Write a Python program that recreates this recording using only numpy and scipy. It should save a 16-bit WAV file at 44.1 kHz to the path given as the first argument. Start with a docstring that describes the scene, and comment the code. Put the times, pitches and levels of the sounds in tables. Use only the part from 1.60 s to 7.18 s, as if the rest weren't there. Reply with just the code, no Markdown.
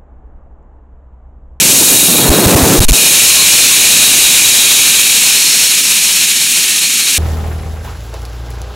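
"""Gusts and a bright metallic hiss hit a microphone riding close to a zip-line trolley.
The sheaves hiss and ring on the steel cable, surging where a flange rubs; the twisted strands add
a faint whine over a low drone. Early on, wind and hiss together overload the microphone.
Then the wind drops, the hiss fades and the whine falls as the trolley slows toward a tree platform."""
import sys
import numpy as np
from scipy import signal
from scipy.fft import rfft, irfft
from scipy.io import wavfile

SR = 44100
rng = np.random.default_rng(int(sys.argv[2]) if len(sys.argv) > 2 else 0)


def dump(signal):
    """Clip the signal to [-1, 1] and save it as 16-bit WAV at the path in sys.argv[1]."""
    limited = np.clip(np.atleast_2d(signal).T, -1, 1)
    pcm = np.round(limited * 32767).astype(np.int16)
    wavfile.write(sys.argv[1], SR, pcm)


N = 246078
TIME = np.arange(N) / SR
BIN_HZ = np.arange(N // 2 + 1) * SR / N
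CLIMB_S = np.maximum(TIME - 2.5, 0)   # time spent on the rising end of the sagging cable


def from_db(db):
    """Decibels to gain."""
    return 10 ** (np.asarray(db) / 20)


def unit_power(x):
    """Scale to an RMS of 1."""
    return x / np.sqrt(np.mean(x ** 2) + 1e-20)


def in_time(rows):
    """One control for each column after the time, joined by straight lines."""
    times, *columns = np.transpose(rows)
    return [np.interp(TIME, times, column) for column in columns]


def drift(rate_hz):
    """Random wander of unit power, mostly slower than rate_hz."""
    return unit_power(irfft(rfft(rng.standard_normal(N)) / (1 + (BIN_HZ / rate_hz) ** 2), N))


def coloured_noise(spectrum):
    """Steady noise of unit power, shaped by rows of Hz and relative dB."""
    hz, level_db = np.transpose(spectrum)
    shape_db = np.interp(np.log(np.maximum(BIN_HZ, 1)), np.log(hz), level_db)
    return unit_power(irfft(rfft(rng.standard_normal(N)) * from_db(shape_db), N))


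def resonance(x, hz, width_hz):
    """Two-pole resonance with a peak gain of 1."""
    radius = np.exp(-np.pi * width_hz / SR)
    poles = [1, -2 * radius * np.cos(2 * np.pi * hz / SR), radius ** 2]
    return signal.lfilter(np.array([1, 0, -1]) * (1 - radius ** 2) / 2, poles, x)


def tilted(x, db_per_octave, pivot_hz):
    """Lean the spectrum over two octaves each side of a pivot, by bands with moving gains."""
    octave = np.clip(np.log2(np.maximum(BIN_HZ, 1) / pivot_hz), -2, 2)
    spectrum = rfft(x)
    return sum(irfft(spectrum * np.maximum(1 - np.abs(octave - k), 0), N) * from_db(k * db_per_octave)
               for k in range(-2, 3))


def cable_drone(level_db=-34.5):
    """The taut cable and the hanger drone low and steady."""
    # Each row: frequency in Hz, relative level in dB.
    drone_spectrum = [(25, -36), (80, -40), (115, -7), (160, 3.5), (210, 5.5), (290, 1), (420, -3),
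                      (600, -20), (1200, -34)]
    return from_db(level_db) * coloured_noise(drone_spectrum)


def strand_whine(speed, hiss_db, full_speed_hz=1068, level_db=-42, jitter=0.00553, waver_db=7.0):
    """Strands passing under the sheaves make a thin, unsteady whine that fades with the hiss."""
    # Each row: multiple of the strand rate, relative level in dB.
    partials = [(.452, -6.5), (1, 1.5), (1.49, -0.5), (2.19, 4), (2.86, -10), (4.37, 0)]
    strand_hz = full_speed_hz * speed * (1 + jitter * drift(49))
    phase = 2 * np.pi * np.cumsum(strand_hz) / SR
    whine = sum(np.sin(multiple * phase) * from_db(db + waver_db * drift(6.7))
                for multiple, db in partials)
    return np.sqrt(2) * whine * from_db(level_db + hiss_db)


def airflow(side_on_db=-16.5, sheltered_db=-26, fade_db_per_s=-8.5):
    """Wind strength at the microphone: a stream that dies on the climb, with gusts on top."""
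    # Each row: start in seconds, length in seconds, peak in dB.
    gusts = [(.0, 0.085, -15.5), (0.143, 0.11, -21), (.29, 0.097, -12.5), (0.468, 0.92, -4.2)]
    shelter = np.clip((TIME - 1.4) / 0.27, 0, 1)   # facing forward, the rider shields the microphone
    stream_db = side_on_db + (sheltered_db - side_on_db) * shelter + fade_db_per_s * CLIMB_S
    power = from_db(stream_db) ** 2
    for start, length, peak_db in gusts:
        progress = np.clip((TIME - start) / length, 0, 1)
        arch = np.abs(np.sin(np.pi * progress)) ** 0.55   # flattened on top
        power += (from_db(peak_db) * arch) ** 2
    return np.sqrt(power)


def wind_rumble(lumpy_db=2.1):
    """Lumpy turbulence rumbles right at the microphone port."""
    # Each row: frequency in Hz, relative level in dB.
    turbulence_spectrum = [(25, -36), (60, -29), (105, -5.5), (170, -0.5), (330, -0.5), (600, -7),
                           (1000, -13.5), (1700, -18), (3500, -23.5)]
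    return coloured_noise(turbulence_spectrum) * airflow() * from_db(lumpy_db * drift(23))


def wind_buffets(ragged_db=0.6, rebound_spread=2.46):
    """Big eddies strike the port, pushing the diaphragm and letting it rebound."""
    # Each row: centre in seconds, half length in seconds, signed peak pressure, rebound from 0 to 1.
    eddies = [(.699, 0.0043, 2, 0.33), (0.712, .003, 1.5, 0), (0.865, 0.0026, 2, 0.4),
              (.956, 0.0026, 1.9, 0.6), (1.034, 0.003, -2, 0.56), (1.199, 0.0061, 2.5, 0.33),
              (1.211, 0.0026, 2, 0.6), (1.268, 0.016, -3, 0.05), (1.315, 0.0058, 3, 0.88)]
    pressure = np.zeros(N)
    for centre, half, peak, rebound in eddies:
        # a steep-sided core inside a wider halo of opposite pressure
        offset = (TIME - centre) / half
        core = np.exp(-offset ** 4)
        halo = np.exp(-(offset / rebound_spread) ** 4)
        pressure += peak * ((1 + rebound) * core - rebound * halo)
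    return pressure * from_db(ragged_db * drift(67))


def flange_rub_db(mode_hz, reach_hz=260):
    """A flange rubs the cable, and a mode surges if it lies near the excited frequency."""
    # Each row: peak time in seconds, half length in seconds, rise in dB, excited frequency in Hz.
    rubs = [(1.467, 0.067, 4, 2455), (2.03, 0.046, 4, 2455), (2.26, .05, 5, 2455), (2.42, 0.22, 2.5, 3820),
            (2.79, 0.043, 7.5, 2455), (2.97, 0.11, 4.5, 3630), (3.222, .07, 4, 2455),
            (3.7, 0.43, 4.5, 5463), (3.82, 0.21, 4, 4300), (5.26, .06, 4.5, 4230)]
    return sum(rise_db * np.exp(-((TIME - centre) / half) ** 2 - ((mode_hz - hz) / reach_hz) ** 2)
               for centre, half, rise_db, hz in rubs)


def trolley_shiver(speed, full_speed_hz=17.8):
    """The trolley shivers on the cable, more slowly as it loses speed."""
    shiver_hz = full_speed_hz * speed * (1 + 0.028 * drift(4.9))
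    return np.sin(2 * np.pi * np.cumsum(shiver_hz) / SR)


def sheaves(speed, hiss_db, tilt, ringing_db, flutter_db=1.04, shiver_db=0.95, waver_db=1.65):
    """Countless wire contacts merge into a hiss and keep the sheaves and side plates ringing."""
    # Each row: frequency in Hz, relative level in dB.
    hiss_spectrum = [(80, -72), (1100, -24), (2050, -11.5), (2330, -4.5), (2850, -4.5), (3300, -4.5),
                     (4300, -5), (4800, -6), (6100, -1.5), (6600, 0.95), (8500, -1), (11200, -2.5),
                     (12500, -6), (14400, -12.5)]
    # Each row: frequency in Hz, width in Hz, level against the hiss in dB, factor on the bite.
    metal_modes = [(1727, 170, -29, 0.46), (2450, 273, -16, 0.26), (2803, 310, -18, 0.044),
                   (3290, 190, -24.5, 1.5), (3823, 294, -12, 0.51), (4221, 300, -14.5, -0.21),
                   (4413, 210, -22, -0.21), (5463, 460, -20, -1.05), (6475, 340, -19.5, 0.19),
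                   (6870, 100, -25, 0.52), (8370, 320, -23, .3), (9650, 250, -15, 0.13),
                   (10840, 350, -28, -.2), (11520, 550, -27, -1), (13160, 740, -21.5, 1.1)]
    # How hard the cable bites on the flanges. Each row: time in seconds, bite in dB.
    flange_bite = [(0, -3), (.66, 4), (1.8, -2.5), (3.42, 5), (3.85, -4.5), (5.58, -3.5)]
    bite_db, = in_time(flange_bite)
    sound = tilted(coloured_noise(hiss_spectrum), tilt, pivot_hz=6900)
    for hz, width, level_db, bite_factor in metal_modes:
        ring = unit_power(resonance(resonance(rng.standard_normal(N), hz, width), hz, width))
        surge_db = bite_factor * bite_db + flange_rub_db(hz) + waver_db * drift(17)
        sound += ring * from_db(level_db + ringing_db + surge_db)
    return sound * from_db(hiss_db + flutter_db * drift(25) + shiver_db * trolley_shiver(speed))


def scene(braking_per_s2=0.0308):
    """One microphone travels with the rider and feeds both channels alike."""
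    # The rider swings round to face forward, turning the microphone past the trolley.
    # Each row: time in seconds, hiss in dB, tilt in dB per octave, ringing in dB.
    rider_swing = [(0, -3, -1.5, -6), (.33, -1, 3.5, -1.5), (.72, -11.5, 4, 4.5), (1.08, -9.5, 0.4, -2),
                   (1.4, -3, 0.5, 2), (1.8, -3, -1.7, .5)]
    swing_db, swing_tilt, swing_ringing_db = in_time(rider_swing)
    # the steepening climb brakes the trolley, and its sound grows softer and duller
    speed = 1 - braking_per_s2 * CLIMB_S ** 2   # share of full speed
    hiss_db = swing_db - 2.5 * CLIMB_S
    tilt = swing_tilt - 0.35 * CLIMB_S
    ringing_db = swing_ringing_db - 0.15 * CLIMB_S
    sound = sheaves(speed, hiss_db, tilt, ringing_db)
    sound += strand_whine(speed, hiss_db) + cable_drone()
    sound += wind_rumble() + wind_buffets()
    return np.array([sound, sound])


def record(dry, ceiling=0.69, hardness=2.84, cutoff_hz=15750):
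    """The input stage saturates, so each big eddy chokes the hiss; a steep low-pass follows."""
    drive = signal.resample_poly(dry, 2, 1, axis=1) / ceiling   # oversampled against aliasing
    saturated = ceiling * drive / (1 + np.abs(drive) ** hardness) ** (1 / hardness)
    low_pass = signal.ellip(12, 0.1, 70, cutoff_hz, fs=SR, output="sos")
    return signal.sosfilt(low_pass, signal.resample_poly(saturated, 1, 2, axis=1))


dry = scene()
out = record(dry)
dump(out)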